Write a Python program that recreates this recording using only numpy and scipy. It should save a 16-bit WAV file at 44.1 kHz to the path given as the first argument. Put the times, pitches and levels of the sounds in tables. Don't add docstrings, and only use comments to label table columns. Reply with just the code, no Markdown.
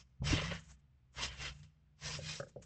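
import sys
import numpy as np
from scipy import signal
from scipy.fft import rfft, irfft, next_fast_len
from scipy.io import wavfile
from scipy.ndimage import map_coordinates

SR = 44100
rng = np.random.default_rng(int(sys.argv[2]) if len(sys.argv) > 2 else 0)


def transcribe(signal):
    frames = np.atleast_2d(signal).T
    limited = np.clip(frames, -1, 1)
    pcm = np.round(limited * 32767).astype(np.int16)
    wavfile.write(sys.argv[1], SR, pcm)


N = 116865
T = np.arange(N) / SR


def amp(db):
    return 10 ** (np.asarray(db) / 20)


def unit(x):
    return x / np.sqrt(np.mean(x ** 2) + 1e-20)


def noise():
    return rng.standard_normal(N)


def colour(points, hz):
    f, db = np.transpose(points)
    return amp(np.interp(np.log(hz + 1), np.log(f + 1), db))


def filtered(x, response):
    m = next_fast_len(N + SR // 2)
    return irfft(rfft(x, m) * response(np.fft.rfftfreq(m, 1 / SR)), m)[:N]


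def wobble(rate):
    return map_coordinates(rng.standard_normal(int(N * rate / SR) + 4), [T * rate])


def uneven(hz, width):
    return map_coordinates(rng.standard_normal(4096), [hz / width], mode="wrap")


def slips(rate, spread_db):
    happens = rng.random(N) < rate / SR
    sign = rng.choice([-1, 1], N)
    return happens * sign * amp(spread_db * rng.standard_normal(N))


def held(start, end, attack, release):
    return np.exp(np.minimum(T - start, 0) / attack - np.maximum(T - end, 0) / release)


# frequency in Hz, gain in dB.
AIR_COLOUR = [(200, 1.5), (400, -8), (2500, -15), (8000, -30.5)]
AIR_DB = -81.5


def air():
    return amp(AIR_DB) * unit(filtered(noise(), lambda hz: colour(AIR_COLOUR, hz)))


ECHO_DB, ECHO_T60_S, ECHO_DELAY_S = -19, .18, .008


def yard(x):
    tail = rng.standard_normal(N) * amp(-60 * T / ECHO_T60_S) * (T > ECHO_DELAY_S)
    echo = signal.fftconvolve(x, tail / np.linalg.norm(tail))[:N]
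    return x + amp(ECHO_DB) * echo


# start in seconds, end in seconds,
# level in dB before the quick wobble.
RUSTLES = [(.254, .715, -70.5), (1.13, 1.645, -74.5), (2.019, 2.4, -65), (2.43, 2.5, -77),
           (2.624, 2.7, -71)]
# frequency in Hz, gain in dB.
FABRIC_COLOUR = [(200, -10), (1600, -3), (4500, -8.5), (7000, 2), (8200, -4.5), (9000, -20)]
RUSTLE_ATTACK_S, RUSTLE_RELEASE_S = 0.0046, .022


def fabric():
    envelope = sum(amp(db) * held(start, end, RUSTLE_ATTACK_S, RUSTLE_RELEASE_S)
                   for start, end, db in RUSTLES)
    grain = slips(rate=8400, spread_db=2.5)
    rustle = unit(filtered(grain, lambda hz: colour(FABRIC_COLOUR, hz)))
    return envelope * amp(5.7 * wobble(45)) * rustle


# time in seconds, level in dB, lift of the modes above 1 kHz in dB,
# factor on the ring times.
KNOCKS = [(.379, -35, -25, 1), (.415, -36, -19, 1), (.516, -35, -25, 1.2), (2.187, -35, -28, .65),
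          (2.399, -30, 6.5, .9), (2.4275, -42, 9, 1), (2.465, -52, -1, 1.2), (2.56, -34, -20, .65),
          (2.592, -49, -25, 1)]
# frequency in Hz, level in dB, T60 in seconds at factor 1.
FRAME_MODES = [(135, -10, .15), (447, -7.5, .066), (547, 1, .053), (735, -9, .034), (1300, -6.5, .023),
               (1440, -3, .019), (1630, -7, .021)]
KNOCK_ATTACK_S = 0.0023
RATTLE_DB, RATTLE_LENGTH, RATTLE_ONSET_S = -14, 2, .012
PAD_DB, PAD_T60_S, PAD_HZ = -28, 0.3, 520


def joint_chatter(hz):
    sine = wobble(rate=170) * np.sin(2 * np.pi * hz * T)
    cosine = wobble(rate=150) * np.cos(2 * np.pi * hz * T)
    return sine + cosine


def frame():
    out = np.zeros(N)
    scuff = unit(filtered(noise(), lambda hz: 1 / (1 + (hz / PAD_HZ) ** 8)))
    chatter = [joint_chatter(hz) for hz, _, _ in FRAME_MODES]
    for start, db, upper_db, freedom in KNOCKS:
        t = np.maximum(T - start, 0)
        knock = amp(PAD_DB - 60 * t / PAD_T60_S) * scuff
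        for (hz, mode_db, t60), loose in zip(FRAME_MODES, chatter):
            ring = amp(-60 * t / (t60 * freedom)) * np.sin(2 * np.pi * hz * t)
            rattle_decay = amp(RATTLE_DB - 60 * t / (RATTLE_LENGTH * t60))
            rattle = np.minimum(t / RATTLE_ONSET_S, 1) * rattle_decay * loose
            knock = knock + amp(mode_db + upper_db * (hz > 1000)) * (ring + rattle)
        attack = 1 - np.exp(-(t / KNOCK_ATTACK_S) ** 2)
        out += amp(db) * attack * knock
    return out


# frequency in Hz, gain in dB.
RASP_COLOUR = [(150, -2), (330, -10), (520, -1.5), (720, -9.5), (1000, -7), (1800, -2.5), (3000, -2),
               (4400, -4), (5300, -1), (7000, -8.5), (8000, -12.5), (9000, -29)]
# centre in Hz, width in Hz, power of the peak in dB over the rasp.
COILS = [(1040, 120, 3), (2095, 60, 2.5), (2770, 80, 2), (3090, 60, 6.5)]


def steel(hz):
    peaks = sum(amp(db) ** 2 / (1 + (2 * (hz - centre) / width) ** 2) for centre, width, db in COILS)
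    return colour(RASP_COLOUR, hz) * np.sqrt(1 + peaks)


# time in seconds, level in dB.
SNAPS = [(.5495, -50), (.702, -68), (1.631, -63), (2.1504, -43)]
SNAP_T60_S = .11


def hooks():
    envelope = sum((T > start) * amp(db - 60 * np.abs(T - start) / SNAP_T60_S) for start, db in SNAPS)
    return envelope * unit(filtered(noise(), steel))


PATCH_DB, PATCH_HZ, PATCH_S = 1.7, 300, .016


def patchy(x):
    hz, seconds, spectrum = signal.stft(x, SR, nperseg=512)
    grid = np.meshgrid(hz / PATCH_HZ, seconds / PATCH_S, indexing="ij")
    field = map_coordinates(rng.standard_normal(spectrum.shape), grid, mode="wrap")
    return signal.istft(spectrum * amp(PATCH_DB * field))[1][:N]


# loudest moment in seconds, rise in seconds, fall in seconds,
# level in dB before flares and wobble, low end in dB, treble in dB, singing resonance in Hz.
STROKES = [(0, .02, .018, -62, 3, 3, 6500), (.278, .016, .041, -37.5, 3, -1.5, 5900),
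           (.337, .033, .028, -37, 0, -3, 2350), (.386, .018, .019, -38.5, 0, -14, 3550),
           (.437, .022, .047, -43, 6.5, -2.5, 2100), (.52, .03, .039, -46.5, 2.5, -11.5, 1900),
           (1.192, .018, .031, -45, 7, -3, 1040), (1.243, .027, .025, -39, .5, -.5, 3550),
           (1.318, .03, .03, -54, 3, -11, 1700), (1.455, .044, .033, -42.7, 1, -4, 2700),
           (2.076, .032, .042, -43.5, 0, 0, 6000), (2.135, .02, .031, -45.5, -1, 1, 5150),
           (2.304, .047, .046, -45.3, -4, 0, 4000), (2.38, .025, .022, -54, -2, 4, 5500)]
SLIPS_PER_S, SLIP_SPREAD_DB = 5000, 0.5
RISE_POWER = 1.94
RING_T60_S, RING_DB = 0.62, -18.5
SING_DB, SING_SPREAD = 4.5, .06
OWN_RING_DB, OWN_RING_HZ, OWN_FROM_HZ = 3, 35.18, 1700


def springs():
    out = np.zeros(N)
    hz = np.fft.rfftfreq(next_fast_len(N + SR // 2), 1 / SR)
    body = steel(hz)
    for peak, rise, fall, db, low_db, treble_db, sing_hz in STROKES:
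        tilt = colour([(450, min(low_db, 0)), (1100, low_db), (3200, 0), (5500, treble_db)], hz)
        sing_db = SING_DB / (1 + ((hz / sing_hz - 1) / SING_SPREAD) ** 2)
        own_db = OWN_RING_DB * uneven(hz, OWN_RING_HZ) * np.minimum(hz / OWN_FROM_HZ, 1)
        response = body * tilt * amp(sing_db + own_db)
        rasp = unit(filtered(slips(SLIPS_PER_S, SLIP_SPREAD_DB), lambda _: response))
        gap = np.abs(T - peak)
        swell = np.exp(-.5 * np.where(T < peak, (gap / rise) ** RISE_POWER, (gap / fall) ** 2))
        ring = (T > peak) * amp(RING_DB - 60 * gap / RING_T60_S)
        out += amp(db) * np.maximum(swell, ring) * rasp
    return patchy(out) * amp(1.2 * wobble(120))


BOOM_HZ, WAVER_HZ = 64.23, 2.25


def drone(hz):
    phase = 2 * np.pi * (np.cumsum(hz + WAVER_HZ * wobble(25)) / SR + rng.random())
    return unit(np.sin(phase) * amp(0.72 * wobble(30)))


# time in seconds, pitch of its clearest mode in Hz.
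TENSION = [(.21, 128.4), (.29, 150.2), (.42, 163.5), (.54, 166.5), (.7, 154.2), (.97, 126.4), (1.17, 125.2),
           (1.62, 149.5), (2.25, 150.9), (2.45, 163.7)]
# multiple of that pitch, relative level in dB.
MAT_MODES = [(1, 3), (.84, -6.5), (.58, -2), (1.4, -14)]
# start in seconds, end in seconds, hum in dB, boom in dB.
SWINGS = [(0, -0.006, -65, -60.5), (0.22, 0.363, -39, -43), (.37, 0.527, -44.5, -49),
          (0.666, 0.738, -65, -60), (1.175, 1.317, -58.5, -51.5), (1.387, 1.513, -57, -53),
          (1.559, 1.648, -56.5, -65.5), (2.034, 2.14, -51, -56.5), (2.145, 2.295, -48.5, -62.5),
          (2.594, 2.7, -64, -66)]
SWING_ATTACK_S, SWING_RELEASE_S = .011, 0.052
IDLE_HUM_DB, IDLE_BOOM_DB = -71, -71.5
FLUTTER_DB = -6.5


def mat():
    pitch = np.interp(T, *np.transpose(TENSION))
    hum = unit(sum(amp(db) * drone(ratio * pitch) for ratio, db in MAT_MODES))
    flutter_colour = [(20, -15.5), (50, -3.5), (110, -6.5), (200, -9.5), (900, -90)]  # Hz, dB
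    flutter = unit(filtered(noise(), lambda hz: colour(flutter_colour, hz)))
    boom = unit(drone(np.full(N, BOOM_HZ)) + amp(FLUTTER_DB) * flutter)
    hum_gain, boom_gain = amp(IDLE_HUM_DB), amp(IDLE_BOOM_DB)
    for start, end, hum_db, boom_db in SWINGS:
        swing = held(start, end, SWING_ATTACK_S, SWING_RELEASE_S)
        hum_gain = np.maximum(hum_gain, amp(hum_db) * swing)
        boom_gain = np.maximum(boom_gain, amp(boom_db) * swing)
    return hum_gain * hum + boom_gain * boom


# time in seconds, level in dB, pitch in Hz, length in seconds.
THUDS = [(.218, -28.5, 130, .011), (.303, -25.5, 72, .028), (.324, -27, 288, .019), (.335, -25, 80, .014)]
SLAP_DB, SLAP_T60_S, SLAP_HZ, SLAP_ATTACK_S = -19, 0.17, 900, 0.0029


def thuds():
    out = np.zeros(N)
    slap = unit(filtered(noise(), lambda hz: 1 / (1 + (hz / SLAP_HZ) ** 6)))
    for start, db, hz, length in THUDS:
        t = np.maximum(T - start, 0)
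        push = np.sin(np.pi * np.minimum(t / length, 1)) * np.sin(2 * np.pi * hz * t)
        attack = 1 - np.exp(-(t / SLAP_ATTACK_S) ** 2)
        contact = attack * amp(SLAP_DB - 60 * t / SLAP_T60_S)
        out += amp(db) * (push + contact * slap)
    return out


def scene():
    struck = yard(frame() + hooks() + thuds())
    return (air() + fabric() + struck + springs() + mat())[None]


TOP_HZ = 9170


def record(dry):
    rolloff = [(7800, 0), (8500, -4), (9200, -15)]  # Hz, dB
    return filtered(dry[0], lambda hz: colour(rolloff, hz) * (hz < TOP_HZ))[None]


dry = scene()
out = record(dry)
transcribe(out)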